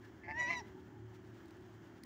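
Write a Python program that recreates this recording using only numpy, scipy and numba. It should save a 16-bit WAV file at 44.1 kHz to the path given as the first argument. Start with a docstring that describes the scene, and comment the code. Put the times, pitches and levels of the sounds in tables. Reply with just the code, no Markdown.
"""A goose honks once, close by on a muddy pond: a rattling start, a clear nasal note that turns harsh, a short fall.
The note is a stack of harmonics with a beating second vibration and rasp; flaps ringing the throat add rattle.
A tugged leafy branch rustles and ticks in shaped noise; a soft grunt and low laps of the pond are resonant noise.
The banks echo faintly; behind lie a distant engine's wavering sine orders over a noise rumble, and soft,
flickering outdoor noise."""
import sys
import numpy as np
from scipy import signal
from scipy.fft import rfft, irfft
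from scipy.io import wavfile
from scipy.ndimage import uniform_filter1d
from numba import njit

SR = 44100
rng = np.random.default_rng(int(sys.argv[2]) if len(sys.argv) > 2 else 0)


def put_to_file(sound):
    """Save the sound as 16-bit audio at rate SR, in the file named by the first command-line argument."""
    columns = np.atleast_2d(sound).T  # one column per channel
    safe = np.clip(columns, -1, 1)
    whole_steps = np.round(safe * 32767)
    wavfile.write(sys.argv[1], SR, whole_steps.astype(np.int16))


N = 90404

# Pitch of the honk. Each row: time in seconds, pitch in Hz.
HONK_PITCH = [(.23, 879), (.28, 850), (.305, 885), (.345, 885), (.357, 924), (.387, 973), (.41, 978),
              (.45, 968), (.478, 970), (.503, 1024), (.539, 1008), (.575, 975), (.595, 958), (.605, 915),
              (.616, 820)]
# Clear note. Each row: time in seconds, base level in dB, extra bass in dB, extra treble at full weight in dB.
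NOTE_LEVELS = [(.22, -67, -16, -23), (.245, -63.5, -7, -5), (.27, -68.5, -1.5, -24), (.283, -56, 5.5, -29),
               (.305, -52, 3.5, -4), (.34, -49.5, -6.5, -23.5), (.362, -48.5, 1.5, -24.5),
               (.38, -41, -0.5, -23), (.40, -35.5, -1, -3), (.43, -38.5, 0.5, 3.5), (.475, -41, 2, -4),
               (.505, -35.5, -0.5, -5), (.54, -38.5, -3, -8.5), (.572, -43.5, 6, 9), (.594, -47.5, 2.5, 10),
               (.603, -57, 10, 16), (.614, -67.5, 12, -2)]
# Rattle bursts in the throat. Each row: start in seconds, length in seconds, flaps per second, level in dB,
# place of the strongest flap (0-1), fall away from it in dB, sway of the note (0-1).
RATTLE_BURSTS = [(0.236, 0.035, 180, -54.5, 0.86, 4.5, 0.4), (.2822, 0.041, 149, -47, 0.6, 3.5, 0.4),
                 (.4002, 0.032, 140, -48, 0.13, 4, 0.18), (.4675, 0.021, 162, -55.5, 1, 7, 0.14),
                 (.5028, 0.011, 170, -41, 0.23, 5.5, 0.48), (.5238, .04, 175, -46, 0.07, 8, 0.16)]


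def undb(db):
    """Decibels to amplitude."""
    return 10 ** (np.asarray(db) / 20)


def unit(x):
    """Scale to rms 1."""
    return x / np.sqrt(np.mean(x ** 2))


def curve(rows, axis=1):
    """One column of a table, joined by straight lines in time."""
    rows = np.array(rows, float)
    return np.interp(np.arange(N) / SR, rows[:, 0], rows[:, axis])


def fade(rows):
    """Gate open from the first to the last row of a table, with 10 ms ramps outside."""
    t = np.arange(N) / SR
    inside_s = np.minimum(t - rows[0][0], rows[-1][0] - t)
    return np.clip(inside_s * 100 + 1, 0, 1)


def walk(steps_per_s):
    """Smooth random drift with spread near 1: held random steps, averaged twice."""
    step = max(int(SR / steps_per_s), 1)
    held = np.repeat(rng.standard_normal(N)[:N // step + 1], step)
    smooth = uniform_filter1d(uniform_filter1d(held, step), step)
    return 1.3 * smooth[:N]


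def colour(x, points):
    """Shape a spectrum by (Hz, dB) points joined over log frequency; rms 1."""
    hz, db = np.array(points, float).T
    bin_hz = np.maximum(np.arange(N // 2 + 1) * SR / N, 1)
    gain = undb(np.interp(np.log(bin_hz), np.log(hz), db))
    return unit(irfft(rfft(x) * gain, N))


def turns(hz):
    """Running phase in radians."""
    return 2 * np.pi * np.cumsum(hz) / SR


def decay(x, time_s):
    """Start an exponential decay at each impulse."""
    return signal.lfilter([1], [1, -np.exp(-1 / (time_s * SR))], x)


@njit
def resonance(x, hz, width):
    """Band-pass state-variable filter with a moving centre; width in Hz."""
    out, band, low = np.empty(len(x)), 0., 0.
    for i in range(len(x)):
        g, damping = np.tan(np.pi * hz[i] / SR), width / hz[i]
        v = (band + g * (x[i] + 1e-18 - low)) / (1 + g * (g + damping))
        band = 2 * v - band
        low = low + 2 * g * v
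        out[i] = damping * v
    return out


def ring(x, hz, stage_width_hz, order=3):
    """A steep resonance of cascaded band-passes; rms 1."""
    for _ in range(order):
        x = resonance(x, hz * np.ones(N), 1. * stage_width_hz)
    return unit(x)


def goose():
    """The harsher the voice, the less steady its pitch; flaps locked to the note sway it and ring the throat."""
    pitch_jitter, harsh_jitter = 0.0026, 0.012  # pitch shares; the second per unit of rasp over note
    # Air through the open bill. Each row: time in seconds, level in dB.
    rasp_rows = [(.35, -76.5), (.385, -62.5), (.41, -60.5), (.45, -69), (.48, -57), (.505, -53), (.54, -54),
                 (.57, -66), (.60, -59.5), (.615, -67.5)]
    note_level = undb(curve(NOTE_LEVELS))
    rasp_level = undb(curve(rasp_rows)) * fade(rasp_rows)
    harsh = np.minimum(rasp_level / note_level, .5)
    steady_pitch = curve(HONK_PITCH)
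    pitch = steady_pitch * (1 + pitch_jitter * walk(300) + harsh_jitter * harsh * walk(900))
    phase = turns(pitch)
    clicks, sway = flaps(phase)
    voice = clear_note(note_level, pitch, phase) + second_vibration(note_level, pitch, phase)
    voice = voice * fade(NOTE_LEVELS)
    return (voice + rasp(rasp_level, phase)) * (1 + sway) + rattle(steady_pitch, clicks)


def clear_note(level, pitch, phase):
    """Shimmering harmonics coloured by the throat and by a bill resonance that rises and sinks."""
    harmonic_count, treble_hz, bill_sigma_hz, shimmer_db = 14, 3380, 444, 1.97
    # Throat colour of the harmonics. Each row: frequency in Hz, gain in dB.
    throat_colour = [(850, 5.5), (1000, -8), (1750, 4.5), (2000, 0), (2660, -12), (2900, -21), (3400, -33),
                     (3900, -18.5), (4850, -31.5), (5850, -46.5), (6900, -41.5), (7800, -41.5), (9000, -54),
                     (10300, -52.5), (12000, -52), (13800, -56)]
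    # Bill resonance. Each row: time in seconds, centre in Hz, level in dB.
    bill_rows = [(.345, 5370, -74), (.375, 5860, -67.5), (.40, 6280, -57), (.43, 6140, -57),
                 (.465, 5720, -56.5), (.505, 6000, -70), (.535, 6100, -67.5), (.56, 5920, -58.5),
                 (.595, 5660, -50), (.61, 5670, -64)]
    colour_hz, colour_db = np.array(throat_colour, float).T
    bass_db, treble_db = curve(NOTE_LEVELS, axis=2), curve(NOTE_LEVELS, axis=3)
    bill_hz = curve(bill_rows)
    bill_level = undb(curve(bill_rows, axis=2)) * fade(bill_rows)
    note = 0
    for k in range(1, harmonic_count + 1):
        hz = k * pitch
        throat_db = np.interp(hz, colour_hz, colour_db)
        treble_weight = np.clip(2 * (hz / treble_hz - 1) + 0.32, 0, 1)
        extra_db = bass_db if k == 1 else treble_weight * treble_db
        bill = bill_level * np.exp(-.5 * ((hz - bill_hz) / bill_sigma_hz) ** 2)
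        shimmer = undb(shimmer_db * np.sqrt(k / 2) * walk(89.0))
        note = note + (level * undb(throat_db + extra_db) + bill) * shimmer * np.sin(k * phase)
    return note


def second_vibration(level, pitch, phase):
    """A lower vibration beats with the note, placing side tones above or below its harmonics."""
    # Lower vibration. Each row: time in seconds, share of the pitch, depth in dB.
    second_rows = [(.35, .68, -16.5), (.385, .655, -9.5), (.415, .595, -16.5), (.475, .585, -11.5),
                   (.497, .665, -9), (.53, .675, -10), (.56, .69, -13), (.58, .78, -20), (.598, .79, -2)]
    # Each row: harmonic, side (+1 above, -1 below), level in dB.
    side_tones = [(0, 1, -3), (1, 1, -9.5), (2, 1, -6.5), (3, -1, -7), (3, 1, -24.5), (5, -1, -33.5),
                  (6, 1, -33)]
    lower_phase = turns(pitch * curve(second_rows) * (1 + 0.012 * walk(200)))
    beat = 0
    for k, side, db in side_tones:
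        beat = beat + undb(db + 2.8 * walk(100.6)) * np.sin(k * phase + side * lower_phase)
    return level * undb(curve(second_rows, axis=2)) * fade(second_rows) * beat


def rasp(level, phase):
    """Turbulent air through the open bill, pulsing fully with each cycle of the note."""
    # Each row: frequency in Hz, spectral density in dB per Hz.
    rasp_colour = [(400, -47.5), (680, 2.5), (1400, -8), (2200, -4.5), (2700, -2.5), (3300, -11.5),
                   (4200, -5), (4700, -13), (5600, -3.5), (7000, -18.5), (8300, -34), (10300, -34),
                   (12000, -31.5), (13300, -33.5), (15000, -36)]
    pulsed_noise = rng.standard_normal(N) * (1 + np.cos(phase))
    return level * colour(pulsed_noise, rasp_colour)


def flaps(phase):
    """Runs of flaps that swell and fade, each let go by a cycle of the note: clicks and the note's sway."""
    release_cycles, scatter_db = .26, 1.8  # release point within the note's cycle
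    sway_half_s, sway_lag_s = .0017, 0.0011
    t = np.arange(N) / SR
    releases = np.flatnonzero(np.diff(np.floor(phase / (2 * np.pi) - release_cycles)))
    clicks, sway = np.zeros(N), np.zeros(N)
    for start, length, rate, db, crest, fall_db, depth in RATTLE_BURSTS:
        for k, size in enumerate(rng.standard_normal(16)):
            age = k / rate
            if age >= length:
                break
            at = releases[np.argmin(np.abs(releases - (start + age) * SR))]
            off_crest = abs(age / length - crest) / max(crest, 1 - crest)
            clicks[at] += undb(db - fall_db * off_crest + scatter_db * size)
            u = ((t - at / SR - sway_lag_s) / sway_half_s) ** 2
            sway += depth * (1 - u) * np.exp(-u / 2)  # up just after the flap, down on either side
    return clicks, sway


def rattle(pitch, clicks):
    """Flaps and air puffs ring the throat, which tightens with pitch; a faint bill hiss trails each flap."""
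    puff_s, puff_db, pitch_exponent = .0014, -7, 0.44
    hiss_s, hiss_hz, hiss_width_hz, hiss_db = .005, 5240, 1800, -21
    # Resonances at the highest pitch. Each row: centre in Hz, width per filter stage in Hz, level in dB.
    throat_rows = [(744, 246, -5), (1197, 180, -13.5), (2195, 446, 2), (2746, 210, -19.5)]
    puffs = unit(decay(clicks, puff_s) * rng.standard_normal(N))
    drive = unit(clicks) + undb(puff_db) * puffs
    tightness = (pitch / max(hz for _, hz in HONK_PITCH)) ** pitch_exponent
    bass, *upper = [undb(db) * ring(drive, hz * tightness, width) for hz, width, db in throat_rows]
    bass = bass * undb(curve(NOTE_LEVELS, axis=2))
    trail = decay(clicks, hiss_s) * rng.standard_normal(N)
    hiss = undb(hiss_db) * ring(trail, hiss_hz * tightness, hiss_width_hz)
    mean_period = SR / np.mean([row[2] for row in RATTLE_BURSTS])
    level = np.sqrt(np.mean(clicks ** 2) * mean_period)  # click size becomes rms over a flap period
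    return unit(bass + sum(upper) + hiss) * level


def branch():
    """The tugged branch: swells of tiny leaf contacts and a few sharp twig ticks."""
    grain_db, largest_db = 2, 15
    tick_rise_s, tick_decay_s = 0.000067, 0.0014
    # Each row: centre in seconds, spread in seconds, level in dB.
    rustles = [(.053, 0.025, -71.5), (.676, 0.013, -70.5), (0.802, 0.012, -75.5), (1.154, .012, -69),
               (1.272, 0.028, -73.5), (1.37, 0.03, -74), (1.485, 0.038, -76), (1.628, 0.053, -77.5),
               (1.742, .014, -76), (1.874, 0.02, -72.5), (1.975, 0.013, -73)]
    # Each row: time in seconds, level in dB.
    tick_rows = [(1.458, -62), (1.483, -60), (1.508, -57.5), (1.569, -64), (1.61, -67), (2.0351, -51),
                 (2.0364, -47.5)]
    # Leaf and tick spectra. Each row: frequency in Hz, density in dB per Hz.
    leaf_colour = [(500, -25), (1800, 5.5), (3200, 0.5), (4500, -2.5), (7000, -8), (8500, -14),
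                   (13500, -21), (15000, -11)]
    tick_colour = [(800, -33), (2300, 9.5), (3000, -22), (4000, 7.5), (7000, -0.5), (9500, 1), (12500, -25),
                   (15500, 5.5)]
    t = np.arange(N) / SR
    contact_db = np.minimum(grain_db * rng.exponential(size=N), largest_db)
    grains = colour(rng.standard_normal(N) * undb(contact_db), leaf_colour)
    swell = sum(undb(db) * np.exp(-.5 * ((t - at) / spread) ** 2) for at, spread, db in rustles)
    snaps = 0
    for at, db in tick_rows:
        snaps = snaps + undb(db) * np.exp(np.minimum((t - at) / tick_rise_s, (at - t) / tick_decay_s))
    return grains * swell * undb(2 * walk(150)) + snaps * colour(rng.standard_normal(N), tick_colour)


def grunt_and_laps():
    """A soft goose grunt at the start, then soft low laps of the pond: brief swells of resonant noise."""
    # Each row: centre in seconds, spread in seconds, resonance in Hz, width per filter stage in Hz, level in dB.
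    blip_rows = [(.045, 0.014, 1720, 510, -62.5), (0.786, .029, 867, 170, -65.5),
                 (0.957, 0.042, 835, 148, -69), (1.116, 0.026, 884, 150, -70)]
    t = np.arange(N) / SR
    blips = 0
    for at, spread, hz, width, db in blip_rows:
        swell = undb(db) * np.exp(-.5 * ((t - at) / spread) ** 2)
        blips = blips + swell * ring(rng.standard_normal(N), hz, width)
    return blips


def banks(x):
    """Faint, short scatter from the pond's banks: convolution with delayed, decaying noise."""
    level_db, t60_s, delay_s = -24.5, 0.39, 0.018
    # Echo spectrum. Each row: frequency in Hz, gain in dB.
    bank_colour = [(300, -9.5), (900, -4.5), (1700, -9), (1980, -1), (2250, -10.5), (4000, -5),
                   (5800, -5.5), (14000, -8.5)]
    t = np.arange(N) / SR
    tail = colour(rng.standard_normal(N), bank_colour) * undb(-60 * t / t60_s) * (t > delay_s)
    tail = tail / np.sqrt(np.sum(tail ** 2))
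    return undb(level_db) * signal.fftconvolve(x, tail)[:N]


def engine():
    """Distant engine: orders of a slightly drifting firing rate waver in level over a low rumble."""
    firing_hz, drift_share, hum_db, waver_db = 37.24, 0.003645, -57, 5
    # Each row: multiple of the firing rate, relative level in dB.
    orders = [(2, -17), (3, 1), (4, -18), (5, -11), (6, -10.5), (7, -11.5), (8, -8), (9, -7), (10, -4.5),
              (11, -15)]
    # Rumble spectrum. Each row: frequency in Hz, density in dB per Hz.
    rumble_colour = [(20, -35), (35, -14), (55, -7), (80, 4), (110, 1.5), (150, -3), (250, -1), (360, 2),
                     (430, -12), (520, -44), (900, -71)]
    # Each row: time in seconds, rumble level in dB.
    rumble_levels = [(0, -62), (.25, -55.5), (.6, -56.5), (.87, -58), (1.1, -62), (1.5, -59), (2.05, -63)]
    phase = turns(firing_hz * (1 + drift_share * walk(4.023)))
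    hum = 0
    for k, db in orders:
        level = undb(db + waver_db * walk(7.15))
        hum = hum + level * np.sin(k * phase + rng.uniform(0, 2 * np.pi))
    rumble = undb(curve(rumble_levels)) * colour(rng.standard_normal(N), rumble_colour)
    return undb(hum_db) * unit(hum) + rumble


def air():
    """Soft outdoor noise that flickers a little in level."""
    level_db, flicker_db = -64, 1.33
    # Each row: frequency in Hz, density in dB per Hz.
    air_colour = [(30, -14.5), (200, 5.5), (500, -1), (880, 1), (1200, -3.5), (1700, 0), (2500, -14.5),
                  (3150, -10), (3700, -19.5), (7000, -20), (8500, -32), (13500, -35), (15000, -22.5)]
    return undb(level_db + flicker_db * walk(24.67)) * colour(rng.standard_normal(N), air_colour)


def scene():
    """Goose, branch, grunt and laps close by, echoed by the banks; engine and air far off."""
    near = goose() + branch() + grunt_and_laps()
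    return (near + banks(near) + engine() + air())[None]


def record(dry):
    """A steep elliptic low-pass cuts the top."""
    top_hz, ripple_db, stop_db = 15600, .2, 70
    low_pass = signal.ellip(10, ripple_db, stop_db, top_hz, fs=SR, output="sos")
    return signal.sosfilt(low_pass, dry)


dry = scene()
out = record(dry)
put_to_file(out)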